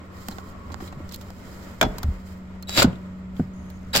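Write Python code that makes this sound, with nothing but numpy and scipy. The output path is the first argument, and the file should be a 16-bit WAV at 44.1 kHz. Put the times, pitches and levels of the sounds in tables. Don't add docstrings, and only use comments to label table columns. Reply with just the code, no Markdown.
import sys
import numpy as np
from scipy import signal
from scipy.fft import rfft, irfft, next_fast_len
from scipy.io import wavfile
from scipy.ndimage import map_coordinates

SR = 44100
rng = np.random.default_rng(int(sys.argv[2]) if len(sys.argv) > 2 else 0)


def waveform_to_disk(signal):
    frames = np.transpose(np.atleast_2d(signal))
    scaled = np.clip(frames, -1, 1) * 32767
    samples = np.round(scaled).astype(np.int16)
    wavfile.write(sys.argv[1], SR, samples)


N = 176400
T = np.arange(N) / SR
AGE = np.arange(SR // 3) / SR


def gears():
    # time in seconds, level in dB.
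    runs = [
        [(2.678, -61), (2.685, -37), (2.72, -36.5), (2.772, -23), (2.775, -16), (2.802, -18.5), (2.811, -19.5),
         (2.826, -20.5), (2.843, -24), (2.862, -53), (2.89, -82)],
        [(3.934, -31), (3.939, -24), (3.95, -22), (3.957, -18), (3.975, -19.5), (3.985, -21.5), (3.992, -22),
         (4.0, -19)],
    ]
    # frequency in Hz, level in dB.
    spectra = [
        [(30, -30.5), (110, -6), (250, -1.5), (400, -8), (1100, -12.5), (3800, -11), (5000, -13), (7400, -16),
         (8600, -23.5), (10500, -30), (15000, -23.5)],
        [(30, -32), (200, 6), (340, -8), (430, 4.5), (600, -2), (1400, -1.5), (2200, -4), (4500, -4),
         (7300, -15), (10000, -16), (15500, -22.5)],
    ]
    # centre in Hz, width in Hz, gain in dB.
    housing = [(4750, 260, 7.5), (6250, 600, -6.5), (7370, 270, 11), (11970, 370, 11.5)]
    tooth_hz, decay_per_tooth, shake_hz = 329.8, 1.11, 895
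    out = np.zeros((2, N))
    for run, spectrum in zip(runs, spectra):
        tooth_phase = np.cumsum(tooth_hz * (1 + .25 * wobble(120))) / SR % 1
        chatter = unit(np.exp(-decay_per_tooth * tooth_phase) * amp(2.05 * wobble(250)))
        load = level([(run[0][0] - .005, -120), *run, (run[-1][0] + .02, -120)])
        grind = resonant(noise(spectrum, ripple_db=2.5), housing)
        shake = filtered(grind, lambda hz: 1 / (1 + (hz / shake_hz) ** 2))
        out += load * chatter * (grind - shake + shake * (load / load.max()) ** 0.57)
    return out


def hammering():
    # start in seconds, level in dB.
    blows = [(2.7755, -8.5), (2.7796, -11.5), (2.7825, -11), (2.787, -9.5), (2.791, -9.5), (2.7952, -12),
             (2.7989, -10.5), (2.8047, -15), (2.8152, -18), (2.8203, -12), (3.9482, -14.5), (3.957, -16),
             (3.9691, -16)]
    # frequency in Hz, level in dB.
    spectrum = [(300, -4.5), (750, 1.5), (1100, -8), (1400, 3), (2800, -1.5), (3900, 1), (5300, -4),
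                (9000, -33)]
    out = np.zeros((2, N))
    for start_s, db in blows:
        add(out, start_s, amp(db) * burst(spectrum, t60_s=.016))
    return out


def socket_knocks():
    # start in seconds, level in dB.
    hits = [(2.7723, -17), (2.8278, -9.5), (3.961, -8), (3.9697, -8.5), (3.977, -13.5)]
    # frequency in Hz, level in dB.
    spectrum = [(800, -24), (2800, 0), (5000, 1), (6200, -4), (7500, 1.5), (9500, -17), (12500, -5),
                (16000, -8)]
    out = np.zeros((2, N))
    for start_s, db in hits:
        add(out, start_s, amp(db) * burst(spectrum, t60_s=0.017, attack_s=0.00032))
    return out


def speed_control():
    # start and end in seconds, first and last level in dB.
    whistles = [(2.673, 2.80, -40, -25), (3.9315, 3.96, -28, -30)]
    # harmonic number, level in dB, t60 in seconds.
    partials = [(1, -1, 15), (2, -13, 0.32), (3, -17, 0.094), (4, -20, .15)]
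    pulse_hz = 3876
    out = np.zeros(N)
    for on_s, off_s, first_db, last_db in whistles:
        phase = 2 * np.pi * pulse_hz * T + .15 * wobble(120)
        age_s = np.maximum(T - on_s, 0)
        tone = sum(amp(db - 60 * age_s / t60_s) * np.sin(k * phase) for k, db, t60_s in partials)
        out += tone * level([(on_s - .002, -120), (on_s, first_db), (off_s, last_db), (off_s + .05, -120)])
    return out


def floor_pan():
    # start in seconds, level in dB, pitch in Hz, t60 and attack in seconds.
    thumps = [(0.288, -26.5, 198, 0.1, .002), (0.821, -28.5, 342, 0.073, 0.0026),
              (0.97, -23.5, 138, 0.075, 0.0053), (1.003, -23, 305, 0.036, 0.0032),
              (1.844, -25.5, 42, 0.5, .005), (1.8658, -15, 234, 0.034, 0.00063),
              (2.043, -17, 79.9, 0.29, 0.0052), (2.083, -14, 72.4, 0.19, 0.0036),
              (2.79, -18, 106, 0.056, 0.00069), (2.857, -21, 70, 0.18, 0.0043),
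              (2.924, -29, 226, 0.1, 0.0054), (2.8446, 2.5, 244, 0.046, 0.0035),
              (2.872, -12, 176.7, 0.11, 0.0037), (3.3958, -9, 248.4, 0.077, 0.0024),
              (3.4011, -8.5, 165, 0.071, 0.0037), (3.955, -27.5, 243, 0.33, 0.0026),
              (3.975, -22.5, 111, 0.067, 0.0023)]
    # frequency ratio, gain in dB, t60 ratio.
    modes = [(0.993, 4.5, 0.7), (0.553, -11.5, 1.95), (1.425, -10.5, 0.67), (2.85, -9.5, 0.35)]
    out = np.zeros((2, N))
    for start_s, db, hz, t60_s, attack_s in thumps:
        for hz_ratio, mode_db, t60_ratio in modes:
            envelope = amp(db + mode_db) * fade(t60_s * t60_ratio, attack_s)
            add(out, start_s, envelope * np.sin(2 * np.pi * hz * hz_ratio * AGE))
    return out


def seat_frame():
    # start in seconds, then crack, body and ring levels in dB.
    clacks = [(1.8124, -6.5, -20.5, -23.5), (1.8159, -18, -33, -31.5), (1.824, -46, -17, -25),
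              (1.8275, -15.5, -14, -29.5), (1.849, -44, -21.5, -49), (2.819, -27, -10, -31.5),
              (2.8237, -16.5, -17, -53), (2.843, -31, -20, -51), (3.952, -11, -21, -34.5)]
    # frequency in Hz, level in dB, t60 in seconds.
    modes = [(428.6, 1.5, 0.21), (621, 5.5, 0.16), (700, 3, 0.13), (975, 2.5, 0.092), (1296, 6, 0.04),
             (1480, 11, 0.045), (1596, 8, 0.038), (2370, 0, 0.05), (3400, -6.5, 0.13), (5389, -5, 0.058),
             (13600, -12, .04)]
    # frequency in Hz, level in dB.
    crack_spectrum = [(530, -30), (1100, -14.5), (1520, 2), (1950, -11.5), (2300, -6.5), (2700, -17),
                      (3380, 1), (3910, -15), (7230, -12.5), (8350, -26), (11100, -28), (14700, -18.5),
                      (16000, -28)]
    body_spectrum = [(25, -37), (80, -4), (220, 6), (330, -8), (510, -3), (640, 1), (800, -1), (940, -1),
                     (1150, -9), (1520, -7), (2000, -17.5), (3300, -17), (6000, -24.5), (12000, -49)]
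    out = np.zeros((2, N))
    for start_s, crack_db, body_db, ring_db in clacks:
        ring = 0
        for hz, db, t60_s in modes:
            phase = 2 * np.pi * rng.random() + rng.normal(0, 1, (2, 1)) * min(hz / 1300, 2)
            envelope = amp(db + rng.normal(0, 0.22, (2, 1))) * fade(t60_s, 0.0014)
            ring += envelope * np.sin(2 * np.pi * hz * AGE + phase)
        crack = amp(crack_db) * burst(crack_spectrum, t60_s=0.023)
        body = amp(body_db) * burst(body_spectrum, t60_s=0.075, attack_s=0.0011)
        add(out, start_s, crack + body + amp(ring_db) * ring)
    return out


def ticks():
    # start in seconds, snap, tock and fizz in dB, snap and fizz t60 in seconds, pan in dB.
    contacts = [(0.2848, -26, -24.5, -24.5, 0.013, 0), (.311, -40.5, -37.5, -48, 0.044, -5),
                (0.3838, -36.5, -27, -60, 0.013, -3.5), (0.701, -64, -36.5, -65, 0.023, -10),
                (0.7192, -44, -44, -56, 0.07, -6), (0.7432, -28.5, -21, -54, 0.0042, -15),
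                (0.8035, -50, -33, -63, 0.046, 0), (0.925, -49.5, -36.5, -59, 0.042, 0),
                (1.0913, -41, -59, -47, 0.028, -4), (1.1218, -40.5, -52, -41, 0.047, -10),
                (1.143, -35, -64, -34.5, 0.033, -9), (1.16, -37, -60, -32, 0.013, -8),
                (1.211, -46, -48, -46, 0.076, -5), (1.3033, -40.5, -36.5, -45, 0.015, -3),
                (1.983, -31, -31, -32, 0.027, 0), (2.0307, -30, -28, -31, 0.03, -2),
                (2.6254, -37.5, -41, -35.5, 0.019, -3), (2.6937, -20.5, -27, -40, 0.015, 3),
                (3.397, -59, -31.5, -57, 0.016, -3), (3.701, -46, -64, -44.5, 0.027, 1)]
    # frequency in Hz, level in dB.
    snap_spectrum = [(600, -16), (1800, -6), (4200, 6.5), (6000, 0.5), (7500, 3), (10000, -22),
                     (13000, -16), (16000, -14)]
    fizz_spectrum = [(5000, -33.5), (8000, -5), (10000, -9.5), (13000, 4), (16000, 0.5)]
    tock_spectrum = [(150, -0.5), (400, -0.5), (520, -11), (760, 1), (1000, -4.5), (1400, -3.5),
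                     (2500, -18), (12000, -44)]
    out = np.zeros((2, N))
    for start_s, snap_db, tock_db, fizz_db, t60_s, pan_db in contacts:
        snap = amp(snap_db) * burst(snap_spectrum, t60_s)
        fizz = amp(fizz_db) * burst(fizz_spectrum, t60_s)
        tock = amp(tock_db) * burst(tock_spectrum, 1.73 * t60_s, attack_s=0.0004)
        add(out, start_s, panned(snap + fizz + tock, pan_db))
    return out


def socket_tinks():
    # start in seconds, level in dB, pitch in Hz, t60 in seconds, share of pure tone.
    tinks = [(0.32, -39, 4100, 0.052, 0.4), (.876, -42, 4000, 0.06, 0.04), (1.112, -41.5, 4140, 0.064, .1),
             (1.136, -34, 4300, 0.04, .3), (1.144, -28.5, 4200, 0.029, 0.5),
             (2.6302, -33, 4260, 0.027, 0.7), (2.929, -45, 3130, 0.026, 0), (2.955, -44.5, 3500, 0.03, 0),
             (3.365, -46.5, 3400, 0.038, 0)]
    # frequency ratio, level in dB.
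    skirt = [(.4, -10), (.85, -8), (1, 6), (1.2, -15), (2.2, -18), (4, -29)]
    out = np.zeros((2, N))
    for start_s, db, hz, t60_s, pure in tinks:
        spectrum = [(hz * ratio, skirt_db) for ratio, skirt_db in skirt]
        cluster = burst(spectrum, t60_s, attack_s=0.00044)
        tone = fade(t60_s, 0.00045) * np.sin(2 * np.pi * hz * AGE + rng.normal(0, 0.38, (2, 1)))
        add(out, start_s, amp(db) * ((1 - pure) * cluster + pure * tone))
    return out


def cloth():
    # time in seconds, level in dB.
    rustle = [(0, -70), (.1, -66.5), (.17, -53.5), (.32, -51.5), (.46, -62), (.497, -52.5), (.54, -67),
              (.79, -62), (.81, -51), (.87, -51), (.9, -62.5), (1.06, -63.5), (1.14, -53.5), (1.27, -62),
              (1.52, -53), (1.78, -57.5), (1.88, -57), (2.245, -62), (2.275, -53.5), (2.41, -68),
              (2.65, -72), (2.9, -63), (3.05, -68), (3.3, -74.5), (3.39, -58), (3.48, -69.5), (3.9, -66)]
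    # frequency in Hz, level in dB.
    spectrum = [(900, -21), (1900, 6.5), (2500, -10.5), (4300, 1.5), (6000, -3), (7400, 2.5), (8700, -8.5),
                (10500, -11), (12500, -3.5), (16000, -5)]
    # centre in Hz, width in Hz, gain in dB.
    resonances = [(3120, 110, 10), (5010, 134, 6)]
    grain = amp(1.3 * wobble(45) + 1.5 * wobble(820))
    scrape = resonant(noise(spectrum, ripple_db=2.0), resonances)
    return panned(level(rustle) * unit(grain * scrape), left_db=-7.0)


def idle_whine():
    # frequency in Hz, level in dB.
    partials = [(6640, -64), (6150, -69), (9830, -75)]
    on_s, stutter_s, off_s, stutter_hz = 3.535, 3.775, 3.93, 52
    tone = 0
    for hz, db in partials:
        gain = amp(db + 2.7 * wobble(200))
        jitter_rad = 1.6 * np.array([wobble(300), wobble(300)])
        tone += gain * np.sin(2 * np.pi * hz * T + jitter_rad)
    stutter = np.maximum(np.sin(2 * np.pi * stutter_hz * T), 0)
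    return tone * (T > on_s) * (T < off_s) * np.where(T < stutter_s, 1, stutter)


def cab_echo(x):
    spectrum = [(100, 11.0), (700, -4.5), (2000, -11.0), (6000, -22.5), (15000, -25)]  # Hz, dB
    tail = noise(spectrum, size=len(AGE)) * fade(t60_s=0.37, attack_s=0.0026)
    return signal.fftconvolve(x, tail / np.linalg.norm(tail[0]), axes=1)[:, :N]


def machine_hum():
    # time in seconds, rms level in dB.
    hum_levels = [(0, -47), (1.3, -48), (2.3, -42.5), (2.7, -40), (3.4, -37), (4, -42)]
    hum_hz, octave_db = 186.7, -53
    phase = 2 * np.pi * np.cumsum(hum_hz * (1 + 0.0062 * wobble(9.3))) / SR
    hum = level(hum_levels) * amp(0.97 * wobble(4.6)) * np.sin(phase)
    octave = amp(octave_db + 0.79 * wobble(24)) * np.sin(phase / 2)
    return np.sqrt(2) * (hum + octave)


def cab_noise():
    # frequency in Hz, level in dB.
    rumble_spectrum = [(15, -3), (25, -7), (45, -10.5), (80, 5), (115, -8), (160, -10.5), (230, -7),
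                       (400, -27), (800, -78)]
    air_spectrum = [(100, -12.5), (300, -4), (600, -5.5), (750, -11), (1000, -10), (1350, -8.5),
                    (1600, -16.5), (2000, -13), (2600, -21.5), (5000, -30), (6200, -35), (7500, -30.5),
                    (9000, -45), (16000, -64.5)]
    ring_spectrum = [(700, -37), (1000, -1), (1120, 8.5), (1210, -12.5), (1330, 3), (1700, -41)]
    # time in seconds, level in dB.
    rumble_levels = [(0, -45.5), (.8, -39.5), (1.6, -42), (2.3, -41.5), (3, -42), (4, -40)]
    air_levels = [(0.0, -47), (0.43, -47.5), (1.81, -46.5), (1.94, -44), (2.39, -49.5), (2.66, -48.5),
                  (2.87, -43.5), (3.11, -49.5), (3.9, -49.5)]
    ring_levels = [(0, -57), (.4, -49), (.9, -53.5), (1.4, -66), (4, -75)]
    rumble = level(rumble_levels) * noise(rumble_spectrum)
    air = level(air_levels) * amp(1.3 * wobble(14)) * noise(air_spectrum, ripple_db=1.5)
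    ring = level(ring_levels) * noise(ring_spectrum)
    return rumble + air + ring


def noise(spectrum, size=N, ripple_db=0):
    # frequency in Hz, left-right correlation.
    likeness = [(100, 0.95), (250, 0.75), (600, 0.57), (1300, 0), (10000, 0.02)]
    ripple_step_hz = 60
    hz = np.fft.rfftfreq(size, 1 / SR)
    width_rad = np.arccos(np.clip(along(likeness, hz), -1, 1)) / 2
    phasors = np.exp(2j * np.pi * rng.random((2, len(hz))))
    ripple = map_coordinates(rng.standard_normal(size=2048), [hz / ripple_step_hz], mode="mirror")
    gain = amp(along(spectrum, hz) + ripple_db * np.sin(2 * width_rad) * ripple)
    mid, side = irfft(phasors * gain * [np.cos(width_rad), np.sin(width_rad)], size)
    return unit(np.array([mid + side, mid - side]))


def burst(spectrum, t60_s, attack_s=0.00022):
    envelope = fade(t60_s, attack_s)
    cluster = noise(spectrum, size=len(AGE), ripple_db=3.5)
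    return unit(cluster * envelope) * np.sqrt(np.mean(envelope ** 2))


def fade(t60_s, attack_s):
    return amp(-60 * AGE / t60_s) * (1 - np.exp(-AGE / attack_s))


def resonant(x, peaks):
    def response(hz):
        return amp(sum(db * np.exp(-((hz - mid_hz) / width_hz) ** 2) for mid_hz, width_hz, db in peaks))
    return unit(filtered(x, response))


def filtered(x, response):
    size = next_fast_len(N + 8192)
    return irfft(rfft(x, size) * response(np.fft.rfftfreq(size, 1 / SR)), size)[..., :N]


def wobble(rate_hz):
    return map_coordinates(rng.standard_normal(int(N * rate_hz / SR) + 4), [T * rate_hz])


def along(points, hz):
    knots_hz, values = np.transpose(points)
    return np.interp(np.log(hz + 1), np.log(knots_hz + 1), values)


def level(points):
    return amp(np.interp(T, *np.transpose(points)))


def amp(db):
    return 10 ** (np.asarray(db) / 20)


def unit(x):
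    return x / np.sqrt(np.mean(x ** 2) + 1e-20)


def panned(x, left_db):
    return x * amp([[left_db / 2], [-left_db / 2]])


def add(out, start_s, sound):
    part = out[:, round(start_s * SR):][:, :len(AGE)]
    part += sound[..., :part.shape[1]]


def scene():
    near = seat_frame() + ticks() + socket_tinks()
    near += gears() + hammering() + socket_knocks() + speed_control() + idle_whine()
    return near + amp(-17.5) * cab_echo(near) + floor_pan() + machine_hum() + cab_noise() + cloth()


def record(dry):
    ceiling, cutoff_hz = .92, 16000
    rounded = dry / (1 + np.abs(dry / ceiling) ** 8) ** (1 / 8)
    return filtered(rounded, lambda hz: 1 / (1 + (hz / cutoff_hz) ** 150))


dry = scene()
out = record(dry)
waveform_to_disk(out)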